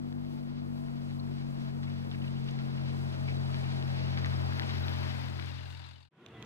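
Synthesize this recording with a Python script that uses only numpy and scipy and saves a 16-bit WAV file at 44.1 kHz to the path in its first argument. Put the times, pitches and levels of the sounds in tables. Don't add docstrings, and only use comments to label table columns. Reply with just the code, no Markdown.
import sys
import numpy as np
from scipy import signal
from scipy.fft import rfft, irfft, next_fast_len
from scipy.io import wavfile

SR = 44100
rng = np.random.default_rng(int(sys.argv[2]) if len(sys.argv) > 2 else 0)


def undo_db(level):
    steps = np.asarray(level, float) / 20
    return 10 ** steps


def to_wav(sig):
    pcm = np.clip(np.atleast_2d(sig), -1, 1) * 32767
    pcm = np.round(pcm).astype(np.int16)
    wavfile.write(sys.argv[1], SR, pcm.T)


N = 284445
TIME = np.arange(N) / SR
PADDED = next_fast_len(N + 4096)
BINS_HZ = np.maximum(np.fft.rfftfreq(PADDED, 1 / SR), 1)
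SPEED_M_PER_S, PASSES_AT_M = 2.84, 2.53


def rms_one(x):
    return x / np.sqrt(np.mean(x ** 2) + 1e-20)


def in_time(rows):
    s, *columns = np.transpose(rows)
    return [np.interp(TIME, s, c) for c in columns]


def over_hz(rows):
    hz, *columns = np.transpose(rows)
    return [np.interp(np.log(BINS_HZ), np.log(hz), c) for c in columns]


def shaped(x, response):
    return irfft(rfft(x, PADDED) * response, PADDED)[..., :N]


def highpass(x, hz, order=2):
    return signal.sosfilt(signal.butter(order, hz, "high", fs=SR, output="sos"), x)


def drift(rate_hz):
    r = np.exp(-80 * np.pi * rate_hz / SR)
    slow = signal.lfilter([1], [1, -2 * r, r * r], rng.standard_normal(N // 40 + 2002))
    slow = rms_one(slow[2000:])
    return np.interp(np.arange(N) / 40, np.arange(len(slow)), slow)


def ring(clicks, hz, t60):
    r, w = undo_db(-60 / (t60 * SR)), 2 * np.pi * hz / SR
    return signal.lfilter([0, np.sin(w)], [1, -2 * r * np.cos(w), r * r], clicks + 1e-18)


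def ports(common, own, rows):
    lead, balance_db, alike = over_hz(rows)
    alike = np.clip(alike, 0, 1)
    left = undo_db(balance_db / 2) * np.exp(.5j * lead)
    right = undo_db(-balance_db / 2) * np.exp(-.5j * lead)
    pair = np.array([left, right])
    mid = .5 * np.sqrt(alike * abs(pair.sum(0)) ** 2 + (1 - alike) * (abs(pair) ** 2).sum(0))
    shared = shaped(common, pair * np.sqrt(alike) / mid)
    return shared + shaped(own, abs(pair) * np.sqrt(1 - alike) / mid)


def hiss(spectrum, patchy_db, grain):
    hits = rng.random((3, N)) < 900 / SR
    heights = undo_db(4.7 * np.minimum(rng.exponential(1, (3, N)), 5))
    sparse = rms_one(hits * heights * rng.choice([-1, 1], (3, N)))
    raw = np.sqrt(1 - grain) * rng.standard_normal((3, N)) + np.sqrt(grain) * sparse
    flicker = undo_db(patchy_db * (.5 * drift(1.4) + drift(4.4)))
    return rms_one(shaped(raw, undo_db(over_hz(spectrum)[0]))) * flicker


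def smooth_step(at_s):
    return .5 + .5 * np.tanh((TIME - at_s) / 0.11)


def heard(db, abreast_s, share, step_db, step_s):
    along = SPEED_M_PER_S * (TIME - abreast_s) / PASSES_AT_M
    return db - share * 10 * np.log10(1 + along ** 2) + step_db * smooth_step(step_s)


def swells(rows, width_s):
    return sum(db * np.exp(-((TIME - s) / width_s) ** 2) for s, db in rows)


def pings(rows, length_s):
    out, near = np.zeros(N), np.arange(-4000, 4000) / SR
    for (s, db, hz), turn in zip(rows, rng.random(len(rows))):
        bell = np.exp(-(near / length_s) ** 2)
        out[round(s * SR) - 4000:][:8000] += undo_db(db) * bell * np.sin(2 * np.pi * (hz * near + turn))
    return out


def garage_air(from_s):
    # (frequency [Hz], density [dB per Hz])
    rumble = [(24, -73), (40, -33), (136, -5), (261, -8), (353, -4), (390, -4.5), (442, -11.5),
              (766, -14.5), (825, -19), (1030, -14), (3440, -24.5), (4640, -38.5), (15800, -55)]
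    # (frequency [Hz], width [Hz], level [dB], starts at [s])
    tones = [(1000, 900, -68, 6.11), (119, 8, -60, 6.2), (145.4, 9.1, -57, 6.11), (222, 10, -59.5, 6.11),
             (290, 10, -71, 6.11), (450, 13, -63.5, 6.11), (691, 14, -70, 6.25), (765, 14, -71.5, 6.15),
             (2700, 50, -70, 6.3)]
    # (frequency [Hz], left leads [radians], left-right [dB], likeness [0-1])
    room_ports = [(60, 0, -1.5, 1), (503, 0.0038, 1, 0.99), (1410, 0, 0, 0.74), (3000, 0.0018, -3, 0.13),
                  (8000, 0, -0.5, .05), (15000, 0.00082, 0.5, 0.15)]
    air = undo_db(-54) * hiss(rumble, patchy_db=0.8, grain=0.071)
    white = rng.standard_normal((3, N))
    for hz, width, db, s in tones:
        tone = rms_one(ring(white, hz, 2.2 / width))
        air = air + undo_db(db) * tone * np.clip((TIME - s) / 0.01, 0, 1)
    air = highpass(air, 70, order=4) + motor_whirs(from_s) * [[1], [.3], [.3]]
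    fade_in = np.clip((TIME - from_s) / 0.29, 0, 2) ** 0.94
    return ports(air[0], air[1:], room_ports) * fade_in


def motor_whirs(from_s):
    # (time [s], length [s], frequency [Hz], glide [Hz per s], level [dB])
    lines = [
        (6.12, .13, 1500, -800, -67),
        (6.3, .05, 1290, 1500, -69),
        (6.335, 0.12, 2020, -500, -64.5),
        (6.275, .04, 3380, 0, -68),
        (6.33, .06, 3330, 0, -64),
        (6.325, .06, 3545, 0, -68),
        (6.22, 0.105, 380, -100, -58.5),
        (6.33, .13, 352, -60, -60.5),
        (6.385, .08, 985, 0, -68),
        (6.25, 0.065, 2900, 0, -71),
    ]
    out, first = np.zeros(N), round(from_s * SR)
    for s, length, hz, glide, db in lines:
        since = TIME[first:] - s
        wander = np.cumsum(rng.standard_normal(len(since))) * 0.063 * np.sqrt(hz / SR)
        edges = np.clip(np.minimum(since, length - since) / .015, 0, 1)
        phase = 2 * np.pi * (hz + .5 * glide * since) * since + wander
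        out[first:] += undo_db(db) * np.sqrt(2) * edges * np.sin(phase)
    return out


def garage_ticks():
    # (time [s], peak [dB], left-right [dB], pitch [ratio])
    knocks = [
        (6.2624, -35, -7, 0.96),
        (6.285, -48, 2, .95),
        (6.4253, -32, -6, 0.875),
        (6.4482, -49, -1, 1.6),
    ]
    # (frequency [Hz], level [dB], t60 [s])
    modes = [(2000, -19, 0.0051), (2500, -15, 0.0047), (2900, -4.5, 0.011), (3740, 2.5, 0.0077),
             (4600, -12, 0.0035), (6300, -5.5, 0.0044), (12800, -20, 0.0027)]
    lag_at_1khz_s = .002
    out = np.zeros((2, N))
    for s, db, pan_db, pitch in knocks:
        at = round(s * SR)
        for k, (hz, mode_db, t60) in enumerate(modes):
            clicks = np.zeros((2, min(900, N - at)))
            starts = rng.integers(0, 4, 2) + round(lag_at_1khz_s * SR * 1000 / hz)
            heights = undo_db(db + mode_db - 8.0 + pan_db * np.array([.5, -.5]))
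            clicks[[0, 1], starts] = -(-1) ** k * heights
            out[:, at:at + 900] += ring(clicks, hz * pitch ** (hz < 5000), t60)
    return out


def garage():
    return garage_air(from_s=6.106) + garage_ticks()


def preamp_hiss():
    # (frequency [Hz], density [dB per Hz])
    colour = [(3000, -18), (8000, -3), (16500, -6)]
    return undo_db(-76.5) * hiss(colour, patchy_db=1.5, grain=0.011)


def tyre_roar(burst):
    # (frequency [Hz], density [dB per Hz])
    roar_colour = [(70, -22), (120, -9), (200, -13.5), (232, -4), (280, -8.5), (344, -6.5), (414, -12),
                   (654, -15), (1100, -21.5), (1430, -25), (2420, -120)]
    # (frequency [Hz], density [dB per Hz])
    rumble_colour = [(18, 21), (35, 11), (62, -3), (160, -24), (220, -37), (400, -46)]
    roar_db = heard(-51.5, abreast_s=4, share=.5, step_db=-4.5, step_s=5.5)
    roar = undo_db(roar_db) * hiss(roar_colour, patchy_db=0.2, grain=0.045) * (1 + 0.052 * burst)
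    rumble = undo_db(-64 + 0.02 * (roar_db + 52)) * hiss(rumble_colour, patchy_db=0.0, grain=0.013)
    body_db = heard(-61, abreast_s=4.5, share=1.5, step_db=-3, step_s=4)
    body_width_hz = 31
    body = rms_one(ring(rng.standard_normal((3, N)), 789, 4.2 / body_width_hz))
    return roar + rumble + undo_db(body_db) * body * [[1], [.5], [.5]]


def rushing_air():
    # (frequency [Hz], density [dB per Hz])
    colour = [(5000, -6), (6500, -2.5), (8000, -3), (9300, -6.5), (11000, -10.5), (14000, -23), (16500, -9)]
    air_db = heard(-68.3, abreast_s=4, share=0.84, step_db=8, step_s=5)
    return undo_db(air_db + 1.3 * drift(9)) * hiss(colour, patchy_db=1.2, grain=.07)


def manifold_fizz(angle):
    # (frequency [Hz], density [dB per Hz])
    colour = [(8500, -35), (9800, 1), (12000, 1), (13500, 3), (14800, 4), (16500, -2)]
    leads_cycles = .27
    fizz_db = heard(-74, abreast_s=5.0, share=2, step_db=-8, step_s=6)
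    spit = puffs(angle + 2 * np.pi * leads_cycles)
    return undo_db(fizz_db) * spit * hiss(colour, patchy_db=2.3, grain=.2)


def grit_tread(burst):
    # (frequency [Hz], density [dB per Hz])
    colour = [(530, -10.5), (900, 1), (1100, -3.5), (1530, -2), (3290, -7), (4070, -8.5), (5030, -10.5),
              (6450, -18.5), (7500, -28), (9750, -32), (16500, -120)]
    # (time [s], level [dB])
    patches = [(1.1, 1.7), (1.84, 4.8), (1.89, 2), (2.13, 3.2), (2.26, 2.3), (2.49, 2.07), (2.6, 4.5),
               (3.29, 3), (3.655, 1.5), (4.185, 4.1), (4.265, 3.1), (4.62, 1.44), (2.9, 2.1), (5.41, 2.1)]
    grit_db = heard(-50.77, abreast_s=5, share=1.0026, step_db=-0.02, step_s=8) + swells(patches, 0.016)
    tread = hiss(colour, patchy_db=0.3, grain=0.063)
    coarse = signal.sosfilt(signal.butter(2, 2500, fs=SR, output="sos"), tread)
    coarse_db = 1.0 * drift(12.5) - 3.5 * smooth_step(5.27)
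    fine_db = 1.3 * drift(9.8) - 2.5 * np.clip(1 - TIME / 3, 0, 1)
    fine = (tread - coarse) * undo_db(fine_db) * (1 + 0.068 * (burst - burst.mean()))
    return undo_db(grit_db) * (coarse * undo_db(coarse_db) + fine)


def stone_snaps():
    # (time [s], peak [dB], frequency [Hz], crack [dB])
    stones = [(0.126, -47, 1810, 2), (0.249, -50, 2130, -3), (.8375, -49, 1790, -6), (.8844, -50, 2140, -3),
              (1.109, -50, 2240, 4), (1.831, -42, 1860, -3), (1.8682, -51, 1940, -5),
              (1.9011, -45, 2190, -6), (2.114, -44, 3550, 1), (2.589, -41.5, 2050, -1),
              (2.7546, -45, 1620, -6), (2.8864, -52, 1870, 8), (3.5437, -38, 2300, 2),
              (3.825, -42, 2863, 6), (4.1744, -33.5, 2200, 2), (4.2457, -28, 2000, -5),
              (4.2594, -34.5, 2150, -4), (4.5227, -34, 1560, -9), (4.596, -27.5, 1950, 1.5),
              (4.6203, -33, 2000, -5), (4.6941, -36, 2220, -8), (4.6993, -35, 2100, -6),
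              (4.8785, -39, 1800, -6), (4.8825, -39, 2400, 9), (5.03, -39, 2620, -6),
              (5.392, -32, 1500, -9), (5.3967, -34.5, 2380, 2), (5.4246, -37, 2310, -3),
              (5.445, -36, 1700, -9)]
    # (time [s], level [dB], frequency [Hz], length [s])
    rattles = [(1.2, -58, 4200, .006), (2.148, -55, 2300, 0.005), (2.221, -56.5, 2840, 0.0054),
               (2.245, -54, 2340, 0.0055), (2.279, -56.5, 2900, .006), (2.37, -61, 2900, .006),
               (2.49, -51.5, 2960, .006), (2.781, -56, 2760, .005), (3.289, -49.5, 2370, .009),
               (3.3, -53, 2200, .004), (3.316, -56, 2500, 0.0071), (3.373, -57, 3900, 0.0082),
               (3.398, -64, 4600, .007), (3.462, -61, 3900, 0.0074), (3.644, -53, 2500, .006),
               (3.665, -59, 2400, .009), (4.265, -51, 2000, .006), (4.277, -53, 2600, .002),
               (1.878, -59, 2310, .008), (2.12, -58, 3000, .005), (4.634, -52, 2900, .006),
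               (4.707, -51, 3900, 0.0063), (5.096, -58, 4650, 0.005)]
    rattle_width_hz = 300
    out = np.zeros(N)
    for (s, db, hz, crack_db), sign in zip(stones, rng.choice([-1, 1], len(stones))):
        click = np.zeros(400)
        click[0] = sign * undo_db(db)
        crack = ring(click, 3300, .002) - 0.56 * ring(click, 5800, 0.0011)
        at = round((s + 0.0006) * SR)
        out[at:at + 400] += ring(click, hz, .0055) + undo_db(crack_db) * crack
    near = np.arange(-1000, 1000) / SR
    for s, db, hz, length in rattles:
        shaken = rms_one(ring(rng.standard_normal(2000), hz, 2.2 / rattle_width_hz))
        out[round(s * SR) - 1000:][:2000] += undo_db(db) * shaken * np.exp(-(near / length) ** 2)
    return highpass(out, 1250)


def chassis_pings():
    # (time [s], peak [dB], frequency [Hz])
    pebbles = [(0.456, -73, 3620), (0.602, -72, 4130), (0.771, -72, 4650), (1.345, -73, 5080),
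               (1.84, -68, 4950), (1.842, -68, 4310), (1.853, -65, 3450), (2.509, -68, 5170),
               (3.354, -62, 4010), (3.447, -62, 3960), (3.783, -61, 4050), (4.011, -63, 5600),
               (4.032, -61, 4650), (4.048, -54, 2930), (4.188, -59, 4950), (4.342, -55, 3630),
               (4.364, -58, 5080), (4.455, -58, 4820), (4.737, -60, 5210), (4.782, -64, 5340),
               (4.843, -49, 3880), (4.934, -61, 5000), (5.062, -53, 1810)]
    return pings(pebbles, 0.0081)


def splinters():
    # (time [s], peak [dB], frequency [Hz])
    breaks = [(1.0995, -57, 5800), (1.506, -56, 5600), (2.106, -53, 5760), (2.443, -54, 7500),
              (2.5105, -49, 6800), (4.188, -44, 4200), (4.26, -39, 4600), (4.272, -58, 7500),
              (4.5897, -49, 6500), (5.2997, -44, 6000), (5.4592, -44, 6000), (5.484, -54, 9000)]
    out, since = np.zeros(N), np.arange(400) / SR
    for s, db, hz in breaks:
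        band = signal.butter(2, [.72 * hz, 1.35 * hz], "band", fs=SR, output="sos")
        split = signal.sosfilt(band, rng.standard_normal(400) * np.exp(-since / .0011))
        out[round(s * SR):][:400] += undo_db(db) * split / abs(split).max()
    return out * undo_db([[1], [-1]])


def spring_squeak():
    bell = np.exp(-((TIME - 3.846) / 0.0065) ** 2)
    return undo_db(-55) * bell * np.sin(2 * np.pi * 5180 * TIME) * [[1.3], [.7]]


def panel_hums():
    # (time [s], peak [dB], frequency [Hz])
    notes_sung = [(0.37, -65, 866), (0.52, -70, 1367), (0.6, -69, 1189), (0.62, -66, 866), (0.8, -67, 990),
                  (0.84, -59, 669), (0.92, -73, 1378), (0.96, -63, 667), (1.06, -74, 1297),
                  (1.21, -67, 1033), (1.25, -69, 1135), (1.42, -63, 663), (1.5, -72, 1200),
                  (1.56, -60, 650), (1.67, -61, 650), (1.82, -62, 827), (2.21, -59, 592), (2.58, -70, 1370),
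                  (2.69, -65, 1017), (2.74, -67, 1320), (2.77, -67, 1378), (3.05, -60, 818),
                  (3.07, -67, 1345), (3.51, -58, 678), (3.54, -60, 1290), (3.55, -58, 984),
                  (3.75, -58, 750), (4.14, -52, 794), (4.24, -59, 1286), (4.26, -58, 1180),
                  (4.46, -54, 776), (4.48, -56, 882), (4.52, -60, 1263), (4.7, -57, 1159), (5.04, -60, 780),
                  (5.06, -60, 1049), (5.11, -56, 759), (5.22, -52.5, 884), (5.4, -57, 1286),
                  (5.68, -58, 1152), (5.68, -59, 764), (5.77, -61, 880), (5.83, -52, 770), (5.86, -57, 936),
                  (5.87, -57, 1141), (5.87, -57, 1302), (5.88, -54, 987)]
    return pings(notes_sung, .035)


def puffs(angle):
    since = angle / (2 * np.pi) % 1
    return rms_one((1 - np.exp(-since / .025)) * np.exp(-since / .33) + .1)


def tailpipe(burst):
    # (frequency [Hz], width [Hz], level [dB])
    resonances = [(975, 150, -2.5), (1530, 240, -2.5), (2810, 190, -0.5), (3750, 280, -0.5),
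                  (4130, 400, 0.5), (4600, 620, 0), (6500, 3900, -6)]
    # (time [s], peak [dB], frequency [Hz])
    caught = [(5.502, -48, 2760), (5.523, -50, 3750), (5.545, -51, 3700), (5.593, -47, 2950),
              (5.634, -55, 2840), (5.679, -51, 2760), (5.705, -50, 4070), (5.727, -52, 2670),
              (5.754, -46, 3700), (5.776, -47, 3900), (5.796, -47, 4610), (5.85, -41, 4010),
              (5.873, -49, 2760), (5.888, -47, 3660), (5.912, -47, 3620), (5.94, -47, 4010),
              (5.96, -41, 3000), (5.983, -48, 4480), (6.011, -47, 2630), (6.03, -44, 4480),
              (6.053, -42, 2890)]
    right_down_db = 9.5
    gas = rng.standard_normal((2, N)) * [[1], [.6]] + [[0], [.8]] * rng.standard_normal(N)
    out = 0
    for hz, width, db in resonances:
        rung = ring(ring(gas * burst, hz, 1.6 / width), hz, 1.6 / width)
        out = out + undo_db(db + 1.6 * drift(30)) * rms_one(rung)
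    out = rms_one(highpass(out, 500)) * 2 * undo_db([[0], [-right_down_db]])
    pipe_db = heard(-50.5, abreast_s=6.5, share=3.5, step_db=7.5, step_s=5.5)
    pipe_db = pipe_db + swells([(5.82, 2.0)], 0.092) + 1.1 * drift(16)
    return undo_db(pipe_db) * out + pings(caught, 0.0072) * [[1.4], [.55]]


def crank_angle():
    # (time [s], frequency [Hz])
    cycle = [(0, 48.28), (0.6, 47.76), (1.5, 46.64), (2.4, 45.7), (2.85, 45.42), (4.65, 44.1), (6.1, 42.66)]
    return 2 * np.pi * np.cumsum(in_time(cycle)[0]) / SR + .4 + 0.038 * drift(5.3)


def engine(angle):
    # (order [number], level at start [dB], level at the pass [dB])
    weak_orders = [(1, -61.5, -59), (6, -96, -56.5), (7, -58.5, -71.5), (8, -75.5, -63.5), (10, -74.5, -77),
                   (13, -74, -69.5), (14, -74, -72.5), (15, -73.5, -76), (17, -76, -67.5)]
    # (time [s], strength [0-2], phase [turns])
    cliff = [(-.06, 1.7, 0), (.43, .45, 1), (.91, 1.02, 2), (1.4, .9, 2.82), (1.63, .97, 3),
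             (1.95, .9, 3.5), (2.58, .85, 4), (3.86, .2, 5), (4.36, .35, 5.5), (4.67, .2, 6),
             (4.82, .15, 6.5), (5.24, .2, 7), (5.42, .15, 7.5), (6.44, .5, 7.5)]
    # (time [s], level [dB])
    gear_gaps = [(3.16, 7.5), (3.3, -1), (3.68, -13), (3.9, 0), (4.1, 0), (4.33, -0.5), (4.43, 5),
                 (4.5, -6), (4.62, 1), (4.75, -8), (4.87, 4), (4.95, -2), (5.08, 7.5), (5.22, -7),
                 (5.32, 3)]
    # (order [number], time [s], level [dB], width [s])
    order_swells = [(2, 2.1, 0.5, .3), (2, 3.9, 1, 0.36), (2, 5.22, -2, 0.42), (3, 0.087, -1, .4),
                    (3, 1.62, 1, 0.27), (3, 4.16, 1.5, 0.35), (3, 5.14, 1, 0.33), (4, 2.23, 4, 0.22),
                    (4, 4.1, 4, 0.16), (5, 0.27, -1.5, 0.46), (5, 1.32, -1.5, 0.42), (7, .2, 2, .15),
                    (1, 4.3, 3, .1), (1, .4, -3, .1), (7, 1.41, 5.5, .1), (7, 2.21, 6, 0.14), (7, 1.04, -3, .2)]
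    # (time [s], level [dB])
    stumbles = [
        (0.0, 0.5),
        (2.08, -2.5),
        (3.15, -2.5),
        (4.65, -1),
    ]
    early = {2: .35, 4: -.3, 5: 1.0, 7: 3.1}
    gear = 14.14
    levels = {
        2: heard(-37.5, abreast_s=5, share=1.25, step_db=0.5, step_s=3),
        3: heard(-37, abreast_s=3.5, share=0.59, step_db=-1.5, step_s=6.5),
        4: heard(-53, abreast_s=7, share=0.07, step_db=-11.5, step_s=4.5) + 0.5 * drift(4),
        5: heard(-52, abreast_s=5.5, share=-0.56, step_db=-10, step_s=5.5),
        gear: heard(-68.5, abreast_s=4, share=0.77, step_db=9, step_s=3),
    }
    levels[gear] = levels[gear] - 0.5 * drift(2.8) + swells(gear_gaps, 0.053)
    echo, turns = in_time(cliff)
    echo_turn = np.exp(2j * np.pi * turns)
    levels[2] = levels[2] + 20 * np.log10(abs(1 - echo * echo_turn) + .03)
    nearness = np.clip(TIME / 4.9, 0, 1)
    for k, far, near in weak_orders:
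        levels[k] = far + (near - far) * nearness - 0.8 * (k - 2) * smooth_step(5.46)
    for k, s, db, width_s in order_swells:
        levels[k] = levels[k] + swells([(s, db)], width_s)
    pull = np.angle(1 - np.minimum(echo, .95) * echo_turn) + 1.4 * np.clip(1 - TIME / 2.0, -.1, 1)
    stumble_db = swells(stumbles, 0.073)
    out = 0
    for k, db in levels.items():
        uneven = undo_db(db + stumble_db + 0.22 * min(k, 5) * drift(min(26, 4.5 * k)))
        lag = 1.42 * (k % 2) - early.get(k, 0) + pull * (k == 2)
        out = out + np.sqrt(2) * uneven * np.cos(k * angle + 0.035 * min(k, 12) * drift(2.6) - lag)
    return out


def road():
    # (frequency [Hz], left leads [radians], left-right [dB], likeness [0-1])
    road_ports = [(40, 1.15, 4.5, .97), (90, 1.33, 5, .99), (220, 2.0, 5, .99), (500, 2.6, 5, .95),
                  (1000, 2.7, 4.5, .85), (3000, 2.8, 1.5, .73), (5000, 3.3, .5, .77), (7000, 4.9, 2, .1),
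                  (9000, 7.0, 3, .3), (12000, 9.2, 2.3, .65), (15000, 9.5, 2, .6)]
    angle = crank_angle()
    hum = engine(angle) + panel_hums()
    puff_angle = angle - angle[round(6.0728 * SR)]
    burst = puffs(puff_angle)
    wide = tyre_roar(burst) + rushing_air() + manifold_fizz(puff_angle) + preamp_hiss()
    low = ports(hum + wide[0], wide[1:], road_ports)
    grit, snaps = grit_tread(burst), stone_snaps() + chassis_pings()
    bearing = np.arctan(SPEED_M_PER_S * (TIME - 5.42) / PASSES_AT_M)
    pan_db = 7.0 + 8.5 * np.sin(bearing)
    high = ports(grit[0] + snaps, grit[1:] + snaps * [[.8], [-.4]], road_ports)
    high = high * undo_db(pan_db * [[.3], [-.7]])
    fade = np.clip((6.11 - TIME) / 1.1, 0, 1) * np.clip((6.089 - TIME) * 200, 0, 1)
    return (low + high + splinters() + spring_squeak() + tailpipe(burst)) * fade


def scene():
    return garage() + road()


def low_pass(x):
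    return signal.sosfilt(signal.butter(12, 15750, fs=SR, output="sos"), x)


def record(dry):
    cut = signal.sosfilt(signal.ellip(10, .3, 60, 15750, fs=SR, output="sos"), dry)
    return low_pass(cut)


dry = scene()
out = record(dry)
to_wav(out)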